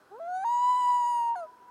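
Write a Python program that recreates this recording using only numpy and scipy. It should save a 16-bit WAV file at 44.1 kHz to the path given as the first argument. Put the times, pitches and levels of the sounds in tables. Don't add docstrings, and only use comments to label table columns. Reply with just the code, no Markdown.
import sys
import numpy as np
from scipy import signal
from scipy.io import wavfile
from scipy.ndimage import uniform_filter1d

SR = 44100
rng = np.random.default_rng(int(sys.argv[2]) if len(sys.argv) > 2 else 0)


def field_ratio(decibels):
    return 10 ** (np.asarray(decibels, dtype=float) / 20)


def store_wav(level_fs):
    pcm = np.round(np.clip(np.atleast_2d(level_fs), -1, 1) * 32767)
    wavfile.write(sys.argv[1], SR, pcm.T.astype(np.int16))


N = 74970


def walk(rate):
    k = max(int(SR / rate), 2)
    steps = np.repeat(rng.standard_normal(N // k + 1), k)
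    drift = uniform_filter1d(uniform_filter1d(steps, k), k)[:N]
    return drift / drift.std()


def level(x, db):
    return x * field_ratio(db) / np.sqrt(np.mean(x ** 2))


def band(x, hz, width_hz):
    return signal.lfilter(*signal.iirpeak(min(hz, 0.45 * SR), hz / width_hz, fs=SR), x)


def noise_band(hz, width_hz):
    return band(band(rng.standard_normal(N), hz, width_hz), hz, width_hz)


def lake():
    # frequency in Hz, wind level in dB per Hz.
    wind_spectrum = np.array([(18, -49), (30, -25), (317, -6.5), (815, -10), (953, -10), (1560, -11),
                              (1900, -22.5), (2580, -23.5), (15700, -36)])
    wind_db, lap_db = -62, -71.5
    swell = walk(1.5)
    wind = 0
    for hz in 40 * 2 ** (np.arange(27) / 3):
        db = np.interp(np.log(hz), np.log(wind_spectrum[:, 0]), wind_spectrum[:, 1])
        db = db + 0.2 * swell + 0.95 * walk(7.9)
        wind = wind + field_ratio(db) * np.sqrt(hz) * level(noise_band(hz, hz / 4), 0)
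    lap = noise_band(1487, 93) * field_ratio(3.5 * walk(15))
    return level(wind, wind_db) + level(lap, lap_db)


def drips():
    # time in seconds, peak level in dB, frequency in Hz.
    drops = [
        (.186, -70.5, 13000),
        (.59, -67, 10870),
        (1.683, -71, 12970),
    ]
    drip_s = 0.0012
    t = np.arange(N) / SR
    ticks = 0
    for start, db, hz in drops:
        burst = level(band(rng.standard_normal(N), hz, 1500), 0)
        ticks = ticks + field_ratio(db) * np.exp(-((t - start) / drip_s) ** 2) * burst
    return ticks


def scatter(shape, db):
    return field_ratio(db) * shape * rng.standard_normal(N) / np.sqrt(np.sum(shape ** 2))


def shores(call):
    # delay in seconds, echo level in dB.
    cliffs = [
        (.51, -33.5),
        (.8, -33),
    ]
    bank_t60_s, bank_db = 0.31, -27
    shore_s, shore_rise_s, shore_t60_s, shore_db = 0.48, 0.26, 6.1, -32
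    cliff_smear_s, top_hz = 0.013, 1720
    t = np.arange(N) / SR
    bank = field_ratio(-60 * t / bank_t60_s)
    trees = field_ratio(-60 * t / shore_t60_s) * np.clip((t - shore_s) / shore_rise_s, 0, 1) * (t < 1.3)
    echo = scatter(bank, bank_db) + scatter(trees, shore_db)
    for delay, db in cliffs:
        echo = echo + scatter(np.exp(-((t - delay) / cliff_smear_s) ** 2), db)
    dull = signal.butter(2, top_hz, fs=SR, output="sos")
    return signal.sosfilt(dull, signal.fftconvolve(call, echo)[:N])


def voice_slips():
    # time in seconds, level in dB against the voice.
    catches = [
        (0.201, -27),
        (0.444, -18.5),
        (.59, -42),
        (.885, -40),
        (1.05, -42),
        (1.356, -23.5),
    ]
    catch_s = 0.004
    t = np.arange(N) / SR
    catch = sum(field_ratio(db) * np.exp(-((t - s) / catch_s) ** 2) for s, db in catches)
    noise = band(band(rng.standard_normal(N), 1100, 1000), 1100, 1400)
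    return catch * level(noise, 0)


def register(curve, tones, turn_s, flutter, pitch=None, loud=None, close_s=9):
    jitter, jitter_per_s, flutter_pitch_hz, flutter_depth = 0.0026, 48, 2.3, 0.043
    break_s, bloom_s = 0.0036, 0.0095
    wander_db, wander_per_s, shimmer_db = 1.1, 18.08, 0.46
    second_share, tilt_per_order = 0.35, 0.055
    rasp_depth, rasp_per_s = 0.3, 260
    close_db_per_s = 326
    breath_db, breath_hz, breath_width_hz = -51, 2600, 5500

    t = np.arange(N) / SR
    curve = np.array(curve, float)
    pitch = curve if pitch is None else np.array(pitch, float)
    hz = np.interp(t, pitch[:, 0], pitch[:, 1]) * (1 + jitter * walk(jitter_per_s))
    phase = 2 * np.pi * np.cumsum(hz + flutter_pitch_hz * flutter) / SR

    inside = np.minimum(t - curve[0, 0], curve[-1, 0] - t) + break_s
    gate = np.sin(np.pi / 2 * np.clip(inside / break_s, 0, 1)) ** 2
    bloom = np.sin(np.pi / 2 * np.clip(inside / bloom_s, 0, 1)) ** 2

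    count = min(map(len, tones))
    colours = np.array([np.array(tone)[:count, 1] - tone[0][1] for tone in tones])
    colour_db = np.array([np.interp(t, turn_s, db) for db in colours.T])
    push_db = np.interp(t, curve[:, 0], curve[:, -1])
    if loud is None:
        voice_db = np.interp(t, curve[:, 0], curve[:, -2])
    else:
        voice_db = np.interp(t, *np.array(loud).T)
        push_db = push_db - voice_db
    push_db = push_db - 10 * np.log10(np.sum(field_ratio(colour_db[2:]) ** 2, axis=0))

    rasp = rasp_depth * np.clip(uniform_filter1d(np.abs(flutter), 4000) + 0.25, 0, 1.2)
    close_db = close_db_per_s * np.clip(t - close_s, 0, None)
    second_db = colour_db[1] + second_share * push_db + 1.1 * walk(wander_per_s)
    voice = np.sin(phase) + field_ratio(second_db) * np.sin(2 * phase + 1)
    for k in range(2, len(colour_db)):
        db = colour_db[k] + push_db * (1 + tilt_per_order * (k - 4)) + wander_db * walk(wander_per_s)
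        db = db - close_db * min((k - 2) / 3, 1)
        roughness = 1 + rasp * np.tanh(walk(rasp_per_s)) * 1.57
        voice = voice + bloom * field_ratio(db) * roughness * np.sin((k + 1) * phase + k * k)

    breath = level(band(rng.standard_normal(N), breath_hz, breath_width_hz), breath_db) * (1 + np.sin(phase))
    swell = field_ratio(voice_db + shimmer_db * walk(35)) * (1 + flutter_depth * flutter)
    return np.sqrt(2) * gate * swell * (voice + breath * field_ratio(push_db) + voice_slips())


def loon():
    # time in seconds, pitch in Hz, fundamental in dB, overtone push in dB.
    low, rise, fall = [(0.104, 363.4, -69.5, -13.5), (0.118, 385.5, -51, -13), (0.15, 437.6, -48, -9.5),
                       (0.18, 499, -49, -24), (0.19, 535, -49, -24), (0.196, 590, -48, -28.5)], [(0.2, 644, -41, -45.5), (0.212, 663.6, -38.5, -32.5),
                                    (0.27, 687.5, -37, -28), (0.286, 716.3, -34.5, -37),
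                                    (0.364, 744.7, -31, -30.5), (0.392, 758, -33.5, -28.5),
                                    (0.424, 774.6, -33, -27.5), (0.437, 795, -30, -29.5),
                                    (0.443, 855, -32.5, -33)], [(1.356, 824, -35, -30), (1.361, 727, -34, -27.5),
                                                  (1.4, 695, -37, -26), (1.42, 672, -37.5, -30),
                                                  (1.44, 639, -38, -24), (1.456, 624, -43.5, -33),
                                                  (1.472, 635, -60.5, -41)]
    # time in seconds, overtones in dB re full scale.
    held = [(0.448, -59.5), (0.548, -53), (0.7, -50.5), (0.745, -51), (0.816, -50.5), (0.868, -52),
            (0.944, -51.5), (1.0, -53.5), (1.045, -53.5), (1.06, -52), (1.128, -52.5), (1.2, -55),
            (1.304, -59), (1.35, -68)]
    # time in seconds, pitch in Hz.
    held_pitch = [(0.446, 938), (0.46, 930.4), (0.49, 950), (0.53, 962.6), (0.712, 994.3), (0.746, 986),
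                  (0.788, 999), (0.872, 974.6), (0.886, 984.3), (0.989, 977.3), (1.054, 956.4),
                  (1.083, 970.3), (1.219, 942.4), (1.353, 928.6)]
    # time in seconds, fundamental in dB.
    held_level = [(0.448, -28), (0.488, -27), (0.686, -23), (0.824, -25.5), (0.904, -22.5), (1.062, -26.5),
                  (1.318, -27.5), (1.35, -32)]
    # time in seconds, flutter strength as a factor.
    flutter_strength = [(.52, 0.11), (.59, 1.2), (.66, 0.11), (.73, 0.6), (.78, .9), (.89, 1.5), (.97, 1),
                        (1.05, 0.68), (1.2, 0.36), (1.3, 0.058)]
    # multiple of the pitch, level in dB.
    low_tone = [(1, 4), (2, 2), (3, -12.5), (4, -28.5)]
    rise_a, rise_b, rise_c = [(1, 3), (2, -13.5), (3, -29.5), (4, -39), (5, -39), (6, -46.5), (7, -54),
                              (8, -52.5), (9, -44.5), (10, -54), (11, -51), (12, -53.5), (13, -53.5),
                              (14, -54)], [(1, 3), (2, -13.5), (3, -52.5), (4, -47.5), (5, -46),
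                                                   (6, -39), (7, -57), (8, -47), (9, -35), (10, -55),
                                                   (11, -52), (12, -46), (13, -50.5), (14, -53.5)], [(1, 1), (2, -15), (3, -33),
                                                                        (4, -43.5), (5, -34), (6, -40),
                                                                        (7, -53.5), (8, -35), (9, -39),
                                                                        (10, -44.5), (11, -48), (12, -37.5),
                                                                        (13, -48), (14, -42.5)]
    held_a, held_b, held_c = [(1, 1), (2, -31), (3, -36), (4, -35.5), (5, -39), (6, -52.5), (7, -35),
                              (8, -44.5), (9, -47.5), (10, -47.5), (11, -62.5), (12, -43.5), (13, -61.5),
                              (14, -59), (15, -55), (16, -62.5)], [(1, 1), (2, -34.5), (3, -30.5), (4, -39), (5, -39.5),
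                                                   (6, -57.5), (7, -30.5), (8, -39), (9, -50), (10, -50.5),
                                                   (11, -54.5), (12, -59.5), (13, -68.5), (14, -62),
                                                   (15, -63), (16, -68.5)], [(1, 0.5), (2, -29), (3, -28.5),
                                                                        (4, -33), (5, -38), (6, -53),
                                                                        (7, -35), (8, -39.5), (9, -44),
                                                                        (10, -42.5), (11, -44.5),
                                                                        (12, -52.5), (13, -64), (14, -65),
                                                                        (15, -66.5), (16, -73.5)]
    held_d, held_e, held_f = [(1, 0), (2, -30), (3, -32.5), (4, -44), (5, -39), (6, -59), (7, -32.5),
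                              (8, -38), (9, -41.5), (10, -48.5), (11, -48.5), (12, -54), (13, -67.5),
                              (14, -65.5), (15, -68), (16, -58.5)], [(1, -2), (2, -30.5), (3, -31.5), (4, -42), (5, -38.5),
                                                   (6, -61), (7, -29), (8, -39.5), (9, -39), (10, -38),
                                                   (11, -57), (12, -56.5), (13, -55), (14, -63.5),
                                                   (15, -63.5), (16, -46)], [(1, 0), (2, -34.5), (3, -30.5),
                                                                        (4, -52), (5, -43.5), (6, -62),
                                                                        (7, -37.5), (8, -52.5), (9, -44),
                                                                        (10, -38), (11, -48), (12, -43),
                                                                        (13, -53.5), (14, -68), (15, -65.5),
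                                                                        (16, -63.5)]
    fall_a, fall_b = [(1, 1), (2, -13.5), (3, -34), (4, -38), (5, -42), (6, -31), (7, -52), (8, -58),
                      (9, -34), (10, -37.5), (11, -50), (12, -45.5), (13, -35), (14, -38.5), (15, -47)], [(1, 1), (2, -10), (3, -39.5), (4, -42.5), (5, -43), (6, -43),
                                         (7, -34), (8, -57), (9, -47), (10, -31.5), (11, -44), (12, -48.5),
                                         (13, -39), (14, -34), (15, -45.5)]
    rise_turn_s, held_turn_s, fall_turn_s = (.278, .29, .34, .39), (.48, .58, .76, .96, 1.06, 1.25), (1.5, 1.405)
    flutter_hz = 76

    t = np.arange(N) / SR
    beat = np.cos(2 * np.pi * np.cumsum(flutter_hz * (1 + 0.13 * walk(35))) / SR)
    flutter = beat * np.interp(t, *np.array(flutter_strength).T) * field_ratio(1.8 * walk(39.5))
    steady = np.zeros(N)
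    call = register(low, [low_tone], [0], steady)
    call = call + register(rise, [rise_a, rise_b, rise_b, rise_c], rise_turn_s, steady)
    call = call + register(held, [held_a, held_b, held_c, held_d, held_e, held_f], held_turn_s, flutter,
                           held_pitch, held_level, close_s=1.285)
    return call + register(fall, [fall_a, fall_b], fall_turn_s, steady, close_s=1.4)


def scene():
    call = loon()
    return (call + shores(call) + lake() + drips())[None, :]


def top_cut(x):
    return signal.sosfilt(signal.butter(12, 15890, fs=SR, output="sos"), x)


def record(dry):
    return top_cut(dry)


dry = scene()
out = record(dry)
store_wav(out)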